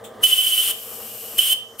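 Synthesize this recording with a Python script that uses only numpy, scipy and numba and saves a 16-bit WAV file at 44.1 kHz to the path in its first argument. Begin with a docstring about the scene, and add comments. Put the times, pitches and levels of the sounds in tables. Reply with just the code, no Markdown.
"""A low boiler simmer and a brief faint hiss, then a model steam engine whistles twice in a small room. Wet
steam hisses from the valve and rings the bell near 3 kHz, hoarsely, catching a clean note only in short surges.
The valve leaks between the two blasts, and a third just begins at the very end. An automatic gain control ducks
the level when the whistle gets loud."""
import sys
import numpy as np
from scipy import signal
from scipy.fft import rfft, irfft
from scipy.io import wavfile
from scipy.ndimage import uniform_filter1d, map_coordinates
from numba import njit

SR = 44100
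rng = np.random.default_rng(int(sys.argv[2]) if len(sys.argv) > 2 else 0)


def log_audio(samples):
    """Write samples as a 16-bit WAV file to the path given in sys.argv[1]."""
    # one column per channel
    frames = np.atleast_2d(samples).T
    # limit to full scale, then quantise
    limited = np.clip(frames, -1, 1)
    pcm = np.round(limited * 32767).astype(np.int16)
    wavfile.write(sys.argv[1], SR, pcm)


N = 79380  # 1.8 s


def undb(db):
    """Decibels to gain."""
    return 10 ** (np.asarray(db) / 20)


def unit(x):
    """Scale to rms 1."""
    return x / np.sqrt(np.mean(x ** 2))


def pan(x, db):
    """Make the left channel louder than the right by db."""
    return x * undb(np.array([[db], [-db]]) / 2)


def noise(side):
    """Stereo white noise; side sets the width."""
    mid, difference = rng.standard_normal((2, N))
    return mid + side * difference * np.array([[1], [-1]])


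def colour(x, points):
    """EQ through (freq_hz, level_db) points joined on a log-frequency axis."""
    hz, db = np.array(points, float).T
    bins_hz = np.maximum(np.arange(N // 2 + 1) * SR / N, 1)
    return irfft(rfft(x) * undb(np.interp(np.log(bins_hz), np.log(hz), db)), N)


def hiss(eq, side, low_cut_hz):
    """Coloured stereo noise with a steep low cut, at rms 1."""
    low_cut = signal.butter(6, low_cut_hz, "high", fs=SR, output="sos")
    return unit(signal.sosfilt(low_cut, colour(noise(side), eq)))


def ring(x, hz, width_hz):
    """A resonance applied twice, at rms 1."""
    b, a = signal.iirpeak(hz, hz / (1.55 * width_hz), fs=SR)
    return unit(signal.lfilter(b, a, signal.lfilter(b, a, x)))


def wander(rate_hz):
    """Smooth random modulation at rms 1."""
    span = max(int(SR / rate_hz), 1)
    smoothed = uniform_filter1d(rng.standard_normal(N), span, mode="wrap")
    return unit(uniform_filter1d(smoothed, span, mode="wrap"))


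def gate(t, start, end, attack_s, release_s):
    """Envelope: exponential rise up to start, hold until end, exponential fall."""
    return np.exp(np.minimum(t - start, 0) / attack_s - np.maximum(t - end, 0) / release_s)


# EQ of the simmer: freq_hz, level_db
SIMMER_EQ = [(15, -47), (25, -10), (136, -15), (297, -9.5), (482, -3.5), (919, -10.5), (1240, -6),
             (1380, -15), (1950, -15.5), (2490, -34), (3090, -20), (4260, -31), (10400, -33), (11500, -35),
             (15500, -35)]
# Hollow resonances of the boiler: freq_hz, width_hz, level_db
BOILER_MODES = [(105, 34, -60), (222.5, 19.6, -52), (462, 46, -47), (515.7, 22, -50.5), (638, 50, -48.5),
                (774.7, 28, -51.5), (1177, 33, -59.5)]
# Tones of the boiler's hum: pitch_hz, level_db
HUM_TONES = [(113, -56), (454, -46.5)]
# Fader ride on the whole boiler: time_s, gain_db
BOILER_RIDE = [(0, 0.5), (.11, -1.5), (.4, -3), (.75, 0), (.95, 3), (1.18, 2), (1.45, 0.5), (1.8, 0.5)]
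def boiler(t):
    """The bed: the boiler simmers with an uneven low rush, hollow resonances and a wavering hum."""
    simmer_db, flicker_db, waver_db = -42, 3.33, 1.5
    rush = undb(simmer_db) * unit(colour(noise(side=.13), SIMMER_EQ)) * undb(flicker_db * wander(27))
    hollow = sum(undb(db) * ring(noise(side=min(hz / 1500, 1)), hz, width)
                 for hz, width, db in BOILER_MODES)
    hum_clock = np.cumsum(1 + .014 * wander(35)) / SR  # the tones drift in pitch together
    hum = sum(undb(db + waver_db * wander(21)) * np.sqrt(2) * np.sin(2 * np.pi * hz * hum_clock)
              for hz, db in HUM_TONES)
    ride_db = np.interp(t, *np.array(BOILER_RIDE).T)
    return (rush + hollow + hum) * undb(ride_db)


LEAK_START_S, LEAK_END_S, LEAK_DB = .7, 1.53, -27.5
# EQ of the seeping steam: freq_hz, level_db
SEEP_EQ = [(2290, -37), (3900, -18), (5360, -3.5), (6630, -3), (7580, -7), (8070, -4), (8550, -4),
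           (9990, -17), (11500, -4), (14100, -8), (15500, -18)]
def seep(t):
    """A thread of steam still escapes once the valve has shut on the second blast."""
    return undb(-45.5) * hiss(SEEP_EQ, side=.34, low_cut_hz=3300) * (t > LEAK_END_S)


# EQ of the spit: freq_hz, level_db
SPIT_EQ = [(1180, -54), (2000, -13), (2870, -11.5), (3370, -0.5), (4960, -29), (5540, -19), (6040, -20),
           (7740, -7.5), (11800, -24), (13900, -14), (15500, -15.5)]
def spit(t):
    """One brief, faint burst of hiss shortly before the first blast."""
    envelope = gate(t, start=.042, end=.054, attack_s=.0018, release_s=.021)
    return undb(-39.5) * hiss(SPIT_EQ, side=.59, low_cut_hz=1900) * envelope


# EQ of the leaking steam: freq_hz, level_db
LEAK_EQ = [(880, -51.5), (1500, -13), (1840, -23), (2050, -22.5), (2470, -9), (2620, -14), (2920, -7),
           (3650, -17), (5500, -11.5), (6620, -13), (8540, -5), (9700, -14), (11400, -1), (12600, -4.5),
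           (13700, -1.5), (14600, -4), (15500, -19)]
def leak(t):
    """Steam leaks after the first blast, thinning as the valve settles."""
    sag_db_per_s = 2
    level = undb(LEAK_DB - sag_db_per_s * (t - LEAK_START_S))
    envelope = gate(t, LEAK_START_S, LEAK_END_S, attack_s=.0068, release_s=.009)
    return level * hiss(LEAK_EQ, side=.4, low_cut_hz=990) * envelope


# Valve openings, with steam level and bell pitch: start_s, end_s, level_db, pitch_hz
BLAST_CUES = [(0.24, .712, -15, 3049), (1.385, 1.533, -13.5, 3058), (1.8, 1.9, -17, 2990)]
# EQ of the jet's bright top: freq_hz, level_db
JET_TOP_EQ = [(2290, -38), (3900, -10), (4770, -14), (5360, -11.5), (6600, -13), (7580, -10.5),
              (8120, -3.5), (8900, 0), (9710, -5), (11500, -2.5), (12900, -5), (14100, -2.5), (15500, -13)]
# EQ of the jet's midrange body: freq_hz, level_db
JET_BODY_EQ = [(300, -11), (1000, -5), (1800, -3), (2500, 1), (3400, 2), (3900, -3), (5000, -42)]
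def jet(t):
    """Steam spurts as the valve cracks open, then the jet builds while it is held."""
    build_db_per_s, spurt_db, body_db = 4, -3.5, -16
    flow = 0
    for start, end, db, _ in BLAST_CUES:
        held = gate(t, start, end, attack_s=.0062, release_s=.0055)
        build = undb(build_db_per_s * (t - start))
        spurt = undb(spurt_db) * gate(t, start, start, attack_s=.0013, release_s=.0033)
        flow += undb(db) * (held * build + spurt)
    top = hiss(JET_TOP_EQ, side=.43, low_cut_hz=3870)
    body = undb(body_db) * unit(colour(noise(side=.13), JET_BODY_EQ))
    return flow * (top + body)


def puffs(t):
    """A short low puff, 27 dB under the jet, each time the valve cracks open."""
    envelope = sum(undb(db - 27) * gate(t, start, start + .0081, attack_s=.0013, release_s=.0035)
                   for start, _, db, _ in BLAST_CUES)
    return envelope * ring(noise(side=.2), hz=705, width_hz=510)


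# Stereo placement of the hiss: freq_hz, left_minus_right_db
HISS_PAN = [(1000, 4.5), (2400, -2), (4400, 0), (8100, 1), (11000, 3), (15000, 7.5)]
def valve(t):
    """The valve's steam: four hisses, flickering slightly and panned by frequency, plus the puffs."""
    left, right = (jet(t) + leak(t) + seep(t) + spit(t)) * undb(.5 * wander(90))
    left = colour(left, [(hz, db / 2) for hz, db in HISS_PAN])
    right = colour(right, [(hz, -db / 2) for hz, db in HISS_PAN])
    return np.array([left, right]) + puffs(t)


# Resonances of the whistle's bell: pitch_ratio, width_hz, level_db
BELL_MODES = [(1, 93, -1.5), (.865, 150, -20), (.95, 300, -7.5), (1.05, 70, -10), (1.118, 175, -13)]
def hoarse_bell(t):
    """Turbulence rings the bell: a breathy tone, faint on the leak and strong on each blast."""
    leak_trim_db, blast_trim_db = -15.5, -2  # relative to the steam
    breath = undb(LEAK_DB + leak_trim_db) * ring(noise(side=.13), hz=2952, width_hz=260)
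    breath *= gate(t, LEAK_START_S, LEAK_END_S, attack_s=.01, release_s=.052)
    for start, end, db, hz in BLAST_CUES:
        modes = sum(undb(mode_db) * ring(noise(side=.21), ratio * hz, width)
                    for ratio, width, mode_db in BELL_MODES)
        breath += undb(db + blast_trim_db) * modes * gate(t, start, end, attack_s=.0041, release_s=.011)
    return pan(breath, db=-1.5)


# Surges in which the bell catches its note: start_s, end_s, level_db, pitch_hz
SURGE_CUES = [(0.239, 0.26, -6.5, 3020), (0.329, 0.335, -3.5, 3043), (0.379, 0.446, -9.5, 3036),
              (0.465, 0.478, -9, 3050), (0.522, 0.548, -10.5, 3041), (.578, 0.606, -10, 3037),
              (1.391, 1.398, -4, 3059), (1.456, 1.471, -14, 3090), (1.502, 1.526, -9.5, 3082),
              (1.656, 1.678, -39, 3050)]
def singing_bell(t):
    """The bell catches a clean, fluttering note that starts flat and scoops up to pitch."""
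    scoop_hz, scoop_s, flutter_db, left_lag_s = 64.97, .0053, 1.16, 43e-6
    wobble_hz = 8.95 * wander(98.6)
    flutter = undb(flutter_db * wander(170))
    note = 0
    for start, end, db, hz in SURGE_CUES:
        pitch_hz = hz + wobble_hz - scoop_hz * np.exp(-np.maximum(t - start, 0) / scoop_s)
        swell = undb(db) * gate(t, start, end, attack_s=.0028, release_s=.0098)
        note += swell * flutter * np.sqrt(2) * np.sin(2 * np.pi * np.cumsum(pitch_hz) / SR)
    left = map_coordinates(note, [(t - left_lag_s) * SR], mode="nearest")
    return pan(np.array([left, note]), db=-5)


def room(send):
    """Diffuse stereo tail of a small room; the treble dies sooner."""
    body_t60_s, treble_t60_s, predelay_s = .44, .24, .004
    t = np.arange(int(.6 * SR)) / SR
    echoes = rng.standard_normal((2, len(t))) * (t > predelay_s)
    treble = signal.sosfiltfilt(signal.butter(2, 6700, "high", fs=SR, output="sos"), echoes)
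    tail = (echoes - treble) * undb(-60 * t / body_t60_s) + treble * undb(-60 * t / treble_t60_s)
    return signal.fftconvolve(send, unit(tail) / np.sqrt(len(t)), axes=1)[:, :N]


def scene():
    """The mix: steam and whistle feed the room, over a dry boiler bed."""
    t = np.arange(N) / SR
    steam = valve(t)
    whistle = hoarse_bell(t) + singing_bell(t)
    reverb = room(undb(-9.5) * steam + undb(-9) * whistle)
    return boiler(t) + steam + whistle + reverb


@njit
def duck(excess_db, attack_s, release_db_per_s):
    """Gain reduction in dB: it chases any excess quickly and lets go at a steady rate."""
    reduction_db, cut = np.empty(len(excess_db)), 0.
    for i in range(len(excess_db)):
        if excess_db[i] > cut:
            cut += (excess_db[i] - cut) / (attack_s * SR)
        else:
            cut = max(cut - release_db_per_s / SR, 0.)
        reduction_db[i] = cut
    return reduction_db


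def record(dry):
    """Master chain: low cut, automatic gain that lets attacks through before ducking, steep high cut."""
    low_cut_hz, high_cut_hz, threshold_db = 61, 15700, -14
    dry = signal.sosfilt(signal.butter(2, low_cut_hz, "high", fs=SR, output="sos"), dry)
    power = uniform_filter1d(np.mean(dry ** 2, axis=0), size=256)
    excess_db = 10 * np.log10(np.maximum(power, 1e-12)) - threshold_db
    ducked = dry * undb(-duck(excess_db, attack_s=.013, release_db_per_s=4))
    return signal.sosfilt(signal.ellip(10, .2, 80, high_cut_hz, fs=SR, output="sos"), ducked)


dry = scene()
out = record(dry)
log_audio(out)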